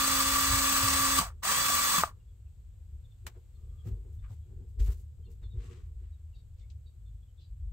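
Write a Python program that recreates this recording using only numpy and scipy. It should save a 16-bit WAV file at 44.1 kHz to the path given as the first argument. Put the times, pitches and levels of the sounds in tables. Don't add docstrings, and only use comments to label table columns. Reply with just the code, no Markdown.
import sys
import numpy as np
from scipy import signal
from scipy.fft import rfft, irfft
from scipy.io import wavfile
from scipy.ndimage import uniform_filter1d

SR = 44100
rng = np.random.default_rng(int(sys.argv[2]) if len(sys.argv) > 2 else 0)


def voltage_ratio(decibels):
    exponent = np.asarray(decibels, float) / 20
    return 10 ** exponent


def unload_wav(signal):
    wavfile.write(
        sys.argv[1],
        SR,
        np.round(np.clip(np.atleast_2d(signal).T, -1, 1) * 32767).astype(np.int16),
    )


N = 340452
T = np.arange(N) / SR
HZ = np.maximum(np.arange(N // 2 + 1) * SR / N, 1)
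SIDE = np.array([[.5], [-.5]])

FULL_HZ = 268.8
HUMS_PER_TURN = 14
# f/Hz, left minus right/dB
MOTOR_PAN = [(200, 2.5), (700, 0), (1290, 2.5), (1900, -8), (2750, 9.5), (3300, -2.5), (4800, -5),
             (5400, -3), (6400, 8), (7800, 4), (9000, -0.5), (13000, -1), (13900, -6), (15800, -2.5)]


def level(x, db):
    return x * voltage_ratio(db) / np.sqrt(np.mean(x ** 2))


def along(table, hz=HZ):
    f, v = np.transpose(table)
    return np.interp(np.log(hz), np.log(f), v)


def resonances(modes, hz=HZ):
    return np.sqrt(sum(voltage_ratio(db) ** 2 / (1 + (2 * (hz - f) / w) ** 2) ** 2 for f, w, db in modes))


def walk(rate_hz):
    k = int(SR / rate_hz)
    held = np.repeat(rng.standard_normal(N // k + 1), k)
    return 1.1 * uniform_filter1d(uniform_filter1d(held, k), k)[:N]


def ports(common, gain, alike, pan_db, lag_s=0, scatter_s=0, unrelated=1):
    shared = rfft(common) * np.exp(-2j * np.pi * HZ * lag_s * SIDE)
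    own = np.sqrt(unrelated) * rfft(rng.standard_normal((2, N)))
    if scatter_s:
        echoes = level(rng.standard_normal((2, N)) * np.exp(-np.log(1000) * T / scatter_s), 0)
        own = own + np.sqrt(1 - unrelated) * rfft(common) * rfft(echoes) / np.sqrt(N)
    both = np.sqrt(alike) * shared + np.sqrt(1 - alike) * own
    return level(irfft(both * gain * voltage_ratio(pan_db * SIDE), N), 0)


def ring(s, hz, t60_s, rise_s):
    out, i = np.zeros(N), int(s * SR) + 1
    t = T[i:i + int(2 * t60_s * SR)] - s
    envelope = (1 - np.exp(-t / rise_s)) * np.exp(-np.log(1000) * t / t60_s)
    out[i:i + len(t)] = envelope * np.sin(2 * np.pi * hz * t)
    return out


def swell(t, rise_s, fall_s):
    return np.exp(-np.where(t < 0, (t / rise_s) ** 2, t / fall_s))


def drive(on_s, off_s):
    # t after the switch/s, added loss rate/(dB/s)
    run_down = [(0, 140.5), (0.027, 170), (.105, 347), (.15, -400)]
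    jump_share, spin_up_s, spin_up_bend, coast_s = .43, .072, 1.33, .15
    bite_s, bite_db, fill_s = 0.014, 11.5, 0.03535
    jolt_db, jolt_s = 5, .004
    up, down = np.maximum(T - on_s, 0), np.maximum(T - off_s, 0)
    gap = (1 - jump_share) * np.exp(-(up / spin_up_s) ** spin_up_bend)
    hz = FULL_HZ * (1 - gap) * np.exp(-down / coast_s)
    lost_db = bite_db * np.exp(-up / fill_s) - 20 * np.log10(np.clip(up / bite_s, 1e-4, 1) ** 2)
    lost_db = lost_db - jolt_db * np.exp(-((T - off_s) / jolt_s) ** 2)
    return hz, lost_db + sum(rate * np.maximum(down - s, 0) for s, rate in run_down)


def tooth_clatter(turns, rotor, lost_db):
    # f/Hz, relative density/dB
    clatter_shape = [(90, -38.5), (130, -14), (200, -19), (370, -27.5), (520, -17.5), (720, -20.5),
                     (1170, -10), (1450, -9.5), (2180, -14), (6730, -14.5), (7400, -13), (8500, -8.5),
                     (9300, -18), (10500, -20.5), (13400, -23), (14300, -13.5), (15000, -16.5),
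                     (15800, -23)]
    # f/Hz, width/Hz, relative level/dB
    clatter_peaks = [(1060, 90, -9), (1155, 54, 0), (1250, 70, -7), (1680, 150, -14), (1920, 60, -14),
                     (3460, 29, -13), (4410, 25, -15), (4680, 200, -13), (5610, 41, -15), (5980, 91, -13),
                     (6340, 70, -7), (7090, 130, -12), (7257, 25, -13), (7795, 26, -4), (7910, 60, -10),
                     (8062, 22, 1), (8370, 57, -13), (8605, 50, -8), (9440, 62, -19), (10500, 230, -22),
                     (12700, 55, -22), (13900, 190, -14), (14350, 130, -9), (15650, 85, -14)]
    # f/Hz, power share that comes straight rather than scattered
    motor_alike = [(200, .93), (600, 0.32), (1200, 0.94), (2000, 0.47), (4000, 0.24), (16000, .2)]
    repeat, cells = .15, 2294
    peak_sag = .3
    wear = rng.standard_normal(cells)[(turns % 1 * cells).astype(int)]
    teeth = np.sqrt(repeat) * wear + np.sqrt(1 - repeat) * rng.standard_normal(N)
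    x = ports(teeth, 1, along(motor_alike), along(MOTOR_PAN), lag_s=0.00013, scatter_s=0.093, unrelated=0.53)
    x = x * voltage_ratio(1.0 * np.sin(rotor) + 0.99 * walk(150))
    plain_gain = voltage_ratio(along(clatter_shape))
    peaked_gain = np.hypot(plain_gain, voltage_ratio(1.5) * resonances(clatter_peaks))
    plain = irfft(rfft(x) * plain_gain, N)
    peaked = irfft(rfft(x) * peaked_gain, N)
    mixed = plain + (peaked - plain) * voltage_ratio(-peak_sag * np.maximum(lost_db, 0))
    return mixed * voltage_ratio(2.3) / np.std(peaked)


def gear_tones(turns, hz):
    teeth_cycles = [48, 60, 62, 87, 100, 121, 140, 161, 180, 210, 230, 292, 330, 378, 406, 420, 448]
    # level relative to the clatter/dB, wander/dB
    teeth_levels = [(-28, 2), (-14.5, 0.5), (-15, 1), (-25, 1), (-29, 3), (-27, 1), (-23.5, 3), (-28, 3),
                    (-15.5, 2.5), (-23, 3), (-25, 1.5), (-27, 3), (-25, 3), (-26, 3), (-25, 3), (-16.5, 3),
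                    (-23, 3)]
    locked, out = np.abs(hz / FULL_HZ) ** 1.5, 0
    for cycles, (db, wander_db) in zip(teeth_cycles, teeth_levels):
        offset = rng.random((2, 1)) * min(cycles / 300, 1)
        phase = 2 * np.pi * (cycles * turns + offset) + .4 * walk(30)
        pan_db = along(MOTOR_PAN, cycles * FULL_HZ / HUMS_PER_TURN) * SIDE
        out = out + np.sqrt(2) * voltage_ratio(db + pan_db + wander_db * walk(25)) * locked * np.sin(phase)
    return out


def low_housing_ring(x, turns, lost_db):
    low = irfft(rfft(x) * resonances([(1150, 700, -1.5), (750, 780, 0.5)]), N)
    throb_db = 2.1 * np.sin(2 * np.pi * 6 * turns)
    return x + low * (voltage_ratio(throb_db + 0.47 * np.clip(lost_db, 0, 40)) - 1)


def rotor_hum(rotor, hum_db, octave_db):
    hum = voltage_ratio(hum_db + 0.88 * walk(9)) * np.sin(rotor)
    hum = hum + voltage_ratio(octave_db + 1.5 * walk(12)) * np.sin(2 * rotor)
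    return np.sqrt(2) * hum * voltage_ratio(np.array([[.6], [-.4]]))


def motor():
    # clatter/dB, hum/dB, hum octave/dB
    runs = [(-1, 1.188, -28.5, -42, -53), (1.421, 1.9865, -28.5, -53, -55.5)]
    sag = [1, 1.5, 1.3]
    run = np.maximum(np.searchsorted([r[0] for r in runs], T) - 1, 0)
    hz, lost_db = (np.choose(run, c) for c in zip(*(drive(*r[:2]) for r in runs)))
    full_db = np.array(runs)[run, 2:].T
    clatter_db, hum_db, octave_db = full_db - np.outer(sag, lost_db)
    hz = hz + .25 * walk(6)
    turns = np.cumsum(hz) / SR / HUMS_PER_TURN
    rotor = 2 * np.pi * HUMS_PER_TURN * turns
    gears = tooth_clatter(turns, rotor, lost_db) + gear_tones(turns, hz)
    gears = low_housing_ring(gears, turns, lost_db)
    return voltage_ratio(clatter_db) * gears + rotor_hum(rotor, hum_db, octave_db)


def knocks():
    # t/s, relative level/dB, centre of the blow's spectrum f/Hz, loss an octave away/dB
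    blows = [(1.196, -29, 222, 24.5), (1.211, -24, 900, 26), (1.227, -27.5, 560, 30),
             (1.432, -35, 1150, 27), (1.698, -23, 700, 23), (1.981, -29, 175, 31),
             (1.982, -23.5, 1200, 16.5), (2.0356, -11, 1050, 15)]
    # f/Hz, relative level/dB, t60/s
    knock_modes = [(169, -3.5, 0.11), (230, -6, 0.026), (528.4, -11, 0.013), (700, -6.5, 0.03),
                   (900, -8.5, 0.02), (1050, -1, .012), (1200, 3, .016), (1411, -5.5, .012),
                   (1700, -8, .012), (2600, -0.5, 0.019)]
    out = sum(voltage_ratio(db + mode_db - slope_db * np.log2(hz / centre_hz) ** 2) * ring(s, hz, t60_s, 0.0014)
              for s, db, centre_hz, slope_db in blows for hz, mode_db, t60_s in knock_modes)
    return np.array([voltage_ratio(5.5) * np.roll(out, 4), voltage_ratio(2.9) * out])


def thumps():
    # t/s, relative level/dB, centre of the blow's spectrum f/Hz
    blows = [(0.498, -27, 62), (0.521, -20.5, 104), (.83, -21.5, 104), (0.848, -30, 70), (1.001, -29, 104),
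             (2.05, -33, 75), (3.25, -33, 70), (3.634, -33.5, 70), (3.862, -21.5, 96.2), (3.911, -27, 100),
             (3.92, -26.5, 60), (4.219, -34.5, 49.4), (4.301, -28.5, 104), (4.775, -29.5, 52),
             (4.802, -17, 52), (4.884, -16.5, 69), (5.422, -31.5, 52), (5.538, -28, 104),
             (5.572, -26.5, 60), (5.66, -33, 104), (5.834, -32, 70), (7.501, -35.5, 52), (7.622, -33, 53.6)]
    # f/Hz, relative level/dB, t60/s
    thump_modes = [(52, 2, 0.46), (61, -1, 0.18), (70, 1, .11), (104, 0.5, .13)]
    out = sum(voltage_ratio(db + mode_db - 90 * np.log2(hz / centre_hz) ** 2) * ring(s, hz, t60_s, 0.0092)
              for s, db, centre_hz in blows for hz, mode_db, t60_s in thump_modes)
    return out * voltage_ratio(np.array([[.7], [-.7]]))


def panels():
    swell_table = [(1.33, .05, -72, 0), (2.118, 0.087, -69, 0), (2.4, .015, -72, 0), (2.61, 0.04, -81, 0),
                   (2.94, 0.035, -74, -3), (3.269, 0.018, -54.5, 0), (3.376, .015, -58.5, -4),
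                   (3.66, 0.096, -71, 0), (3.878, 0.028, -52, 4), (3.94, 0.057, -61, 4),
                   (4.06, 0.035, -59.5, -6), (4.32, .018, -59.5, 3), (4.523, 0.055, -61, -3),
                   (4.62, 0.034, -60, 2), (4.81, 0.034, -50.5, 3), (4.91, 0.03, -54, 0),
                   (5.005, .012, -72, -5), (5.193, .02, -64, -4), (5.29, .035, -63, 5),
                   (5.44, 0.032, -64, 2), (5.58, .04, -59, 0), (5.65, .04, -60, 6), (5.72, 0.033, -56, -2),
                   (5.79, .025, -64, -3), (5.92, 0.046, -74, -4), (6.031, 0.016, -62.5, -2),
                   (6.37, .06, -83, 0), (6.958, 0.011, -71.5, 0), (7.404, .015, -75, 0)]
    # f/Hz, width/Hz, relative level/dB
    panel_modes = [(165, 45, -0.5), (251.5, 30, -0.5), (367, 50, 1.5), (417, 40, -3.5), (467, 32, -1.5),
                   (700, 810, -25.5)]
    rise_share, rest_db = 0.86, -92
    whole = np.linalg.norm(resonances(panel_modes))
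    bands = []
    for modes in (panel_modes[:2], panel_modes[2:]):
        gain = resonances(modes)
        share = np.linalg.norm(gain) / whole
        bands.append(ports(rng.standard_normal(N), gain, 0.7, 1.2) * share)
    swells = sum(voltage_ratio(db + np.array([[low_db], [0]])) * swell(T - s, rise_share * fall_s, fall_s)
                 for s, fall_s, db, low_db in swell_table)
    swells = swells * voltage_ratio(1.5 * walk(40)) + voltage_ratio(rest_db + 4 * walk(15))
    return bands[0] * swells[0] + bands[1] * swells[1]


def rubs_rasps_and_ticks():
    # t peak/s, decay/s, rms before the swell/dB, centre f/Hz, width/octaves
    rub_and_rasp_table = [(3.282, 0.016, -56.5, 1500, 2.2), (3.365, 0.025, -70, 800, 1.5),
                          (3.6, .06, -84, 1200, .1), (3.77, .08, -79, 1200, 0.08),
                          (3.876, 0.032, -61.5, 1300, 6), (4.144, 0.022, -72.5, 12300, 1.4),
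                          (4.245, 0.021, -67, 1900, 0.83), (4.265, .028, -72, 1250, .3),
                          (4.31, 0.016, -64.5, 700, 0.53), (4.322, 0.039, -70, 5000, 1.7),
                          (4.7, .022, -76, 9000, 1.4), (4.84, 0.043, -65.5, 12000, 1.1),
                          (4.878, 0.026, -56, 9000, 3.6), (4.89, 0.019, -61.5, 1240, 0.48),
                          (4.924, 0.021, -60.5, 9000, 1.9), (5.003, 0.033, -70, 9030, 1.24),
                          (5.319, 0.023, -69.5, 7950, 1.7), (5.437, 0.023, -69.5, 1510, 1.7),
                          (5.65, .09, -65, 2500, 1.1), (5.68, 0.087, -74, 8000, .55),
                          (5.7, .09, -74, 1150, .15), (5.75, 0.05, -70, 2600, 1.1),
                          (6.05, .08, -78, 2400, 1.1), (6.37, 0.034, -78, 3950, 0.42),
                          (6.602, 0.03, -74, 4000, 0.77), (7.422, 0.03, -69, 3800, 0.46)]
    tick_table = [(3.268, 0.0061, -39, 4000, 1.9), (4.801, 0.028, -55.5, 3980, 1.3),
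                  (6.704, 0.014, -63.5, 4230, 0.64)]
    # f/Hz, relative density/dB
    grain_colour = [(300, -49.5), (500, 15), (1250, 10), (2000, 8), (5500, 1.5), (8000, 7), (9000, -2),
                    (10000, -6), (11500, 3), (15800, 1)]
    rub_rise, tick_rise = 0.78, 0.29
    noise = ports(rng.standard_normal(N), voltage_ratio(along(grain_colour)), 0.27, 2.4)
    noise = voltage_ratio(2.0 * walk(400) + 1.0 * walk(80)) * noise
    out, span = np.zeros((2, N + SR)), SR // 2
    hz = np.maximum(np.arange(span // 2 + 1) * SR / span, 1)
    events = [(rub_rise, *r) for r in rub_and_rasp_table] + [(tick_rise, *r) for r in tick_table]
    for rise_share, s, fall_s, db, centre_hz, octaves in events:
        i = int(s * SR) - span // 2
        t = T[i:i + span] - s
        band = voltage_ratio(-6 * (np.log2(hz / centre_hz) / octaves) ** 2)
        grain = level(irfft(rfft(noise[:, i:i + span]) * band, span), db)
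        out[:, i:i + span] += grain * swell(t, rise_share * fall_s, fall_s)
    return out[:, :N]


def birds():
    # t/s, length/s, first f/Hz, level before roughness and echo/dB, same for the upper voice/dB (-99: unheard)
    chirps = [(2.19, 0.035, 2900, -83, -99), (2.268, 0.056, 3530, -87, -99), (2.45, .045, 2800, -87, -99),
              (3.038, 0.03, 3600, -75, -95), (3.104, .035, 3600, -77, -95), (3.54, 0.038, 3660, -87, -83),
              (3.686, 0.032, 3390, -85, -99), (3.771, 0.056, 3450, -76, -94.5),
              (4.182, 0.025, 3640, -81, -99), (4.42, .04, 3400, -85, -99), (5.225, .03, 3250, -79, -99),
              (5.245, .03, 3650, -81, -78.5), (5.259, 0.03, 2890, -77.5, -94),
              (5.42, .06, 3720, -73, -80.5), (5.497, 0.046, 3860, -71.5, -90),
              (6.118, 0.037, 3920, -79.5, -95), (6.327, 0.024, 2840, -78, -96),
              (6.343, 0.037, 3900, -76, -80), (6.386, .03, 3880, -78, -83), (6.6, 0.025, 2200, -82, -99),
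              (6.625, 0.03, 2250, -80, -99), (6.599, 0.031, 3660, -78.5, -88.5),
              (6.858, 0.034, 3900, -72.5, -78), (7.05, 0.055, 3660, -81, -92),
              (7.216, 0.032, 3500, -81, -99), (7.27, .05, 3250, -84, -99), (7.372, 0.034, 3650, -74, -90),
              (7.411, 0.066, 4140, -76, -79)]
    fall_hz_per_s, upper_ratio = 5500, 1.19
    straight, flutter, rasp = 0, walk(200), voltage_ratio(2.2 * walk(200))
    for s, length_s, first_hz, db, upper_db in chirps:
        u = np.clip((T - s) / length_s, 0, 1)
        phase = 2 * np.pi * length_s * (first_hz * u - fall_hz_per_s * length_s * u ** 2 / 2)
        lower = voltage_ratio(db) * np.sin(phase + 1.9 * flutter)
        upper = voltage_ratio(upper_db) * np.sin(upper_ratio * phase + 1.7 * flutter)
        straight = straight + np.sqrt(2) * np.sin(np.pi * u) * rasp * (lower + upper)
    t = T[:SR // 5]
    echoes = rng.standard_normal((2, len(t))) * np.exp(-np.log(1000) * t / 0.21)
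    echoes = echoes / np.sqrt(np.sum(echoes[0] ** 2))
    return straight + voltage_ratio(-2.0) * signal.fftconvolve(straight[None], echoes, axes=1)[:, :N]


def rumble():
    # t/s, level before wander/dB
    rumble_levels = [(0.0, -45), (0.36, -44), (0.84, -41), (1.46, -46.5), (2.58, -48), (2.97, -45.5),
                     (3.59, -47.5), (3.83, -43), (4.04, -45), (4.77, -41), (5.25, -45), (5.48, -43),
                     (6.66, -46.5), (6.99, -47), (7.37, -48.5), (7.72, -40.5)]
    # f/Hz, width/Hz, relative level/dB
    rumble_modes = [(36.2, 16, -11), (52, 8.9, -0.5), (75, 12, -0.5), (101.6, 25, -9.5), (152, 29, -27.5)]
    noise = ports(rng.standard_normal(N), resonances(rumble_modes), 0.98, 1.2)
    return noise * voltage_ratio(np.interp(T, *np.transpose(rumble_levels)) + 1.5 * walk(9))


def hiss():
    # f/Hz, relative density/dB
    hiss_colour = [(120, -31.5), (200, -2), (283, -8.5), (456, -9.5), (538, -13), (968, -19), (1650, -20.5),
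                   (1770, -22.5), (3310, -20.5), (5940, -27.5), (7830, -14.5), (8580, -21), (9230, -45.5),
                   (11500, -23), (16000, -30.5)]
    noise = ports(rng.standard_normal(N), voltage_ratio(along(hiss_colour)), 0.22, .5)
    return voltage_ratio(-76 + .8 * walk(0.95)) * noise


def drone():
    noise = ports(rng.standard_normal(N), resonances([(504, 8, 0)]), 0.32, 0.89)
    return voltage_ratio(-88 + 1.4 * walk(1.5)) * noise


def scene():
    near = motor() + knocks() + thumps() + panels() + rubs_rasps_and_ticks()
    return near + birds() + rumble() + hiss() + drone()


def top_cut(x):
    return signal.sosfilt(signal.butter(12, 16890, fs=SR, output="sos"), x)


def record(dry):
    low_pass = signal.ellip(10, .3, 70, 15740, fs=SR, output="sos")
    mix = signal.sosfilt(low_pass, dry)
    return top_cut(mix)


dry = scene()
out = record(dry)
unload_wav(out)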